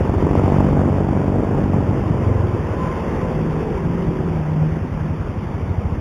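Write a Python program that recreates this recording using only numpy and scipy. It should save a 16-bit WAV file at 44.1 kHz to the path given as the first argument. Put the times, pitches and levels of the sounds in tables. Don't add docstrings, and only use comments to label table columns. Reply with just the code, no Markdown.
import sys
import numpy as np
from scipy import signal
from scipy.fft import rfft, irfft
from scipy.io import wavfile
from scipy.ndimage import uniform_filter1d, map_coordinates

SR = 44100
rng = np.random.default_rng(int(sys.argv[2]) if len(sys.argv) > 2 else 0)


def elevation(decibels):
    levels = np.asarray(decibels, float)
    return 10 ** (levels / 20)


def file_out(sig):
    cols = np.atleast_2d(sig).T
    lim = np.clip(cols, -1, 1)
    pcm = np.round(lim * 32767).astype(np.int16)
    wavfile.write(sys.argv[1], SR, pcm)


N = 264996

# (frequency [Hz], density [dB per Hz])
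RUMBLE_COLOUR = [(20, -3), (40, 1.5), (60, -2.5), (95, -5), (150, 0), (220, -6), (400, -20), (800, -50)]
ROAD_COLOUR = [(150, 0), (220, 0), (300, -4), (440, -4), (730, -14), (990, -17), (1150, -21.5), (1500, -27),
               (2030, -30), (3080, -37.5), (3700, -40), (4800, -75)]
# (rumble [dB], roar [dB], tyre hiss [dB])
ROAD_REST_DB = (-27, -45.5, -38.5)
# (nearest time [s], distance over speed [s], rumble [dB], roar [dB], tyre hiss [dB])
PASSES = [
    (.45, 0.38, -23.5, -29, -32.5),
    (1.5, 0.45, -27, -31, -41.5),
    (2.15, 0.2, -41, -28.5, -40),
    (3, 0.34, -35.5, -44, -33.5),
    (3.85, 0.86, -26.5, -36, -38.5),
    (6, 0.18, -37, -38, -47.5),
]

# (start [s], length [s], gear mesh [Hz], climb [Hz per s], level [dB])
GEAR_CLIMBS = [
    (1.98, .14, 1016, 50, -38),
    (2.2, .52, 1022, 72, -37),
    (2.71, .4, 1012, 95, -29),
    (3.16, .5, 1006, 25, -36),
]
# (time [s], firing rate [per s])
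NEARING_SPEED = [(2.2, 51.3), (2.616, 52.5), (2.998, 55.0), (3.16, 55.4), (3.27, 56.6), (3.33, 56.4),
                 (3.448, 52.5), (3.58, 47.8), (3.83, 47.6)]
# (multiple [1], level [dB])
NEARING_ORDERS = [(4, -3), (5, -10), (6, -14), (7, -2), (8, -3), (9, -2), (10, -6), (11, -12), (16, -13),
                  (17, -17), (18, -20)]
BOOMING_ORDERS = [(2, -4.5), (3, -6.5), (5, -5), (6, -16), (7, -9), (8, -2), (9, -2), (10, -10), (11, -10),
                  (12, -13)]
# (time [s], firing rate [per s], nearness [dB])
BOOMING_SPEED = [(1.9, 40, -37), (2.3, 38.9, -39), (3.3, 39.8, -39), (3.55, 38.8, -36), (3.74, 44, -33),
                 (4.26, 41.5, -33), (4.46, 38, -42), (4.75, 39.4, -43), (5.3, 39, -44)]
# (time [s], half length [s], level [dB])
BOOMS = [(2.387, 0.084, -39), (2.668, 0.048, -27), (2.878, 0.049, -26), (3.47, 0.15, -23),
         (4.01, 0.26, -24.5), (4.43, 0.12, -21.5), (4.63, 0.08, -16), (5.032, 0.18, -27)]

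# (time [s], firing rate [per s])
FAST_SPEED = [(-.0098, 45.73), (0, 45.73), (.256, 47.14), (.511, 47.89), (.767, 47.64), (1.1, 47.21),
              (1.533, 47.67), (2, 47.25), (2.3, 46.85)]
SLOW_SPEED = [(-.0356, 22.71), (0, 22.71), (.333, 23.57), (.667, 24.42), (1, 25.17), (1.333, 26.11),
              (1.667, 26.77), (2, 29.59)]
STANDING_SPEED = [(-.0568, 13.18), (0, 13.18), (.6, 14.8), (.8, 15.94), (1, 15.01), (1.2, 17.17),
                  (1.4, 16.45), (1.6, 17.65), (2.2, 25.14), (2.4, 22.98), (2.6, 18.28), (3.2, 12.96),
                  (3.41, 9.79), (3.81, 8.64), (5.01, 10.33), (5.61, 12.36), (5.81, 13.59), (6.01, 18.12)]
# (time [s], puff peak [dB])
FAST_EFFORT = [(0, -21), (.27, -14), (.55, -9.5), (.72, -10), (1.05, -13), (2, -15.5), (2.3, -6)]
SLOW_EFFORT = [(0, -6), (.3, -3), (.65, -4.5), (1, -7), (1.35, -6.5), (2, -8)]
STANDING_EFFORT = [(0, -11), (.75, -6.5), (1.3, -16.5), (1.85, -10.5), (2.14, -18.5), (2.29, -7),
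                   (2.7, -11.5), (3.2, -19.5), (4.3, -18.5), (4.62, -14.5), (5.55, -16), (5.75, -10.5),
                   (6.01, -7.5)]
# (frequency [Hz], level [dB])
RASP_COLOUR = [(150, -1), (300, -19.5), (600, 15), (1000, 5), (1500, -13), (2500, -39.5), (3700, -34)]

CAMERA_RATE, FILE_RATE = 8000, 48000


def evened(x):
    return x / np.sqrt(np.mean(x ** 2) + 1e-20)


def read(points, hz):
    f, value = np.transpose(points)
    return np.interp(np.log(hz + 1), np.log(f + 1), value)


def columns(rows, fade_s):
    s, *values = np.transpose(rows)
    t = np.arange(N) / SR
    gate = np.clip(np.minimum(t - s[0], s[-1] - t) / fade_s, 0, 1)
    return gate, *(np.interp(t, s, v) for v in values)


def wander(per_s):
    knots = rng.standard_normal(int(N / SR * per_s) + 2)
    return evened(np.interp(np.arange(N) / SR * per_s, np.arange(len(knots)), knots))


def coloured(points):
    hz = np.fft.rfftfreq(N, 1 / SR)
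    level_db = read(points, hz) - 60 * (hz > points[-1][0])
    return evened(irfft(rfft(rng.standard_normal(N)) * elevation(level_db), N))


def passing():
    t = np.arange(N) / SR
    power = elevation(np.array(ROAD_REST_DB))[:, None] ** 2
    for nearest_s, scale_s, *db in PASSES:
        power = power + elevation(np.array(db))[:, None] ** 2 / (1 + ((t - nearest_s) / scale_s) ** 2)
    return np.sqrt(power)


def road():
    frames = N // 256 + 5
    a, b, patches = rng.standard_normal((frames, 513, 3)).T
    patches = evened(uniform_filter1d(uniform_filter1d(patches, 8, 0), 8, 1))
    flicker = evened(uniform_filter1d(rng.standard_normal(frames), 3))
    z = (a + 1j * b) * elevation(1.32 * patches + 0.4 * flicker)
    wash = rfft(signal.istft(z, nperseg=1024, noverlap=768)[1][:N])

    hz = np.fft.rfftfreq(N, 1 / SR)
    colour = elevation(read(ROAD_COLOUR, hz))
    low = 1 / (1 + (hz / 220) ** 4)
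    high = 1 / (1 + (800 / (hz + 1)) ** 4)
    rumble, roar, hiss = elevation(read(RUMBLE_COLOUR, hz)), colour * (1 - low - high), colour * high
    return sum(gain * evened(irfft(wash * share, N))
               for gain, share in zip(passing(), (rumble, roar, hiss)))


def orders(per_s, table, drift_db, drift_per_s, slip):
    turns = np.cumsum(per_s) / SR
    out = 0
    for multiple, db in table:
        level = np.sqrt(2) * elevation(db + drift_db * wander(drift_per_s))
        phase = round(multiple) * turns + rng.random() + slip * wander(drift_per_s)
        out = out + level * np.cos(2 * np.pi * phase)
    return out


def gears():
    t, out = np.arange(N) / SR, 0
    rise_s, sink_db_per_s = .07, -22
    for start, length, hz, climb, db in GEAR_CLIMBS:
        u = np.clip(t - start, 0, length)
        gate = np.clip(np.minimum(u, length - u) / rise_s, 0, 1)
        whine = orders(hz + climb * u, [(1, -.5)], drift_db=2.5, drift_per_s=28, slip=.17)
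        out = out + gate * elevation(db + sink_db_per_s * u) * whine
    return out


def nearing_engine():
    gate, per_s = columns(NEARING_SPEED, fade_s=0.13)
    start_db, nearing_db_per_s = -40, 6
    level = elevation(start_db + nearing_db_per_s * (np.arange(N) / SR - NEARING_SPEED[0][0]))
    return gate * level * orders(per_s, NEARING_ORDERS, drift_db=2.5, drift_per_s=12, slip=.11)


def booming_engine():
    t = np.arange(N) / SR
    gate, per_s, near_db = columns(BOOMING_SPEED, fade_s=0.082)
    boom = elevation(-44.5)
    for s, half_s, db in BOOMS:
        boom = boom + elevation(db) * np.exp(-((t - s) / half_s) ** 2)
    hum = elevation(near_db) * orders(per_s, BOOMING_ORDERS, drift_db=2.5, drift_per_s=9, slip=.1)
    fourth = orders(4 * per_s, [(1, -.5)], drift_db=.7, drift_per_s=12, slip=.05)
    return gate * (hum + boom * fourth)


def far_traffic():
    return nearing_engine() + booming_engine() + gears()


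def exhaust(rows, effort, start_hz, end_hz, glide_s, rise_s, fall_s, lag_s, sign, snap, puff_db,
            rasp_db, rasp_s, leave_s, echo=0, echo_s=0):
    per_s, peak_db = columns(rows, fade_s=1)[1], columns(effort, fade_s=1)[1]
    away = np.clip((rows[-1][0] - np.arange(N) / SR) / leave_s, 0, 1)
    turns = np.cumsum(per_s) / SR - rows[0][0] * rows[0][1]
    fired = np.flatnonzero(np.diff(np.floor(turns)) > 0)
    uneven_db = rng.standard_normal(len(fired))
    blows = np.zeros(N)
    blows[fired] = elevation(peak_db[fired] + uneven_db) * away[fired]

    t = np.arange(-2048, 2049) / SR - lag_s
    glide = np.where(t > 0, glide_s * (1 - np.exp(-abs(t) / glide_s)), t)
    cycles = end_hz * t + (start_hz - end_hz) * glide
    swell = np.where(t > 0, np.exp(-(t / fall_s) ** 2), np.exp(-(t / rise_s) ** 2))
    puff = sign * swell * np.cos(2 * np.pi * cycles)
    front = np.exp(-(t / .00035) ** 2)
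    ring = .25 * (t > 0) * np.exp(-abs(t) / .002) * np.sin(2 * np.pi * 560 * t)
    puff = puff + sign * snap * (front - ring)
    puff = puff + echo * np.roll(puff, round(echo_s * SR))

    spurt = np.where(t > 0, np.exp(-abs(t) / rasp_s), np.exp(-(t / .0006) ** 2))
    rasp = signal.oaconvolve(blows, spurt, "same") * coloured(RASP_COLOUR)
    return elevation(puff_db) * signal.oaconvolve(blows, puff, "same") + elevation(rasp_db) * rasp


def passing_bikes():
    fast = exhaust(FAST_SPEED, FAST_EFFORT, start_hz=250, end_hz=82, glide_s=.0032, rise_s=.0011,
                   fall_s=.012, lag_s=-.0002, sign=-1, snap=1.05, puff_db=-.5,
                   rasp_db=-19, rasp_s=.005, leave_s=.4)
    slow = exhaust(SLOW_SPEED, SLOW_EFFORT, start_hz=270, end_hz=480, glide_s=.0008, rise_s=.0026,
                   fall_s=.0019, lag_s=.0002, sign=1, snap=.9, puff_db=-8.5,
                   rasp_db=-17, rasp_s=.005, leave_s=.3, echo=.4, echo_s=.0101)
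    return fast + slow


def standing_bike():
    idle_thump = exhaust(STANDING_SPEED, STANDING_EFFORT, start_hz=92, end_hz=66, glide_s=.009, rise_s=.0105,
                    fall_s=.012, lag_s=.001, sign=-1, snap=0, puff_db=-.5,
                    rasp_db=-35, rasp_s=.012, leave_s=.001)
    revved_thump = exhaust(STANDING_SPEED, STANDING_EFFORT, start_hz=102, end_hz=88, glide_s=.01, rise_s=.011,
                    fall_s=.013, lag_s=0, sign=1, snap=0, puff_db=-1.5,
                    rasp_db=-35, rasp_s=.012, leave_s=.001)
    idle_per_s, revved_per_s = 14, 21
    per_s = columns(STANDING_SPEED, fade_s=1)[1]
    revved = np.clip((per_s - idle_per_s) / (revved_per_s - idle_per_s), 0, 1)
    return np.sqrt(1 - revved) * idle_thump + np.sqrt(revved) * revved_thump


def scene():
    return (road() + far_traffic() + passing_bikes() + standing_bike())[None]


def starved(x):
    hz, t, z = signal.stft(x, CAMERA_RATE, nperseg=320)
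    edge_hz = np.repeat(rng.uniform(3600, 4050, len(t)), 2)[:len(t)]
    chance = np.repeat(rng.random((len(t), len(hz))).T, 2, 0)[:len(hz)]
    lost = (hz[:, None] > edge_hz) & (chance > .13)
    return signal.istft(z * np.where(lost, elevation(-36), 1), CAMERA_RATE, nperseg=320)[1][:len(x)]


def low_pass(x):
    return signal.sosfilt(signal.butter(12, 15880, fs=SR, output="sos"), x)


def record(dry):
    x = signal.sosfiltfilt(signal.butter(2, 33, "high", fs=SR, output="sos"), dry[0])
    x = np.pad(x, (0, 441), "reflect")
    x = signal.oaconvolve(x, signal.firwin(71, 3760, window=("kaiser", 4.5), fs=SR), "same")
    coarse = map_coordinates(x, [np.arange(0, len(x) - 1, SR / CAMERA_RATE)], order=3)
    coarse = starved(1.9 * np.tanh(coarse / 1.9))
    step = FILE_RATE // CAMERA_RATE
    joined = np.interp(np.arange(len(coarse) * step) / step, np.arange(len(coarse)), coarse)
    joined = signal.resample_poly(joined, 147, 160)[:N]
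    joined = signal.sosfilt(signal.butter(2, 16000, fs=SR, output="sos"), joined)
    joined = joined * np.clip((N - np.arange(N)) / 300, 0, 1)
    return low_pass(joined[None])


dry = scene()
out = record(dry)
file_out(out)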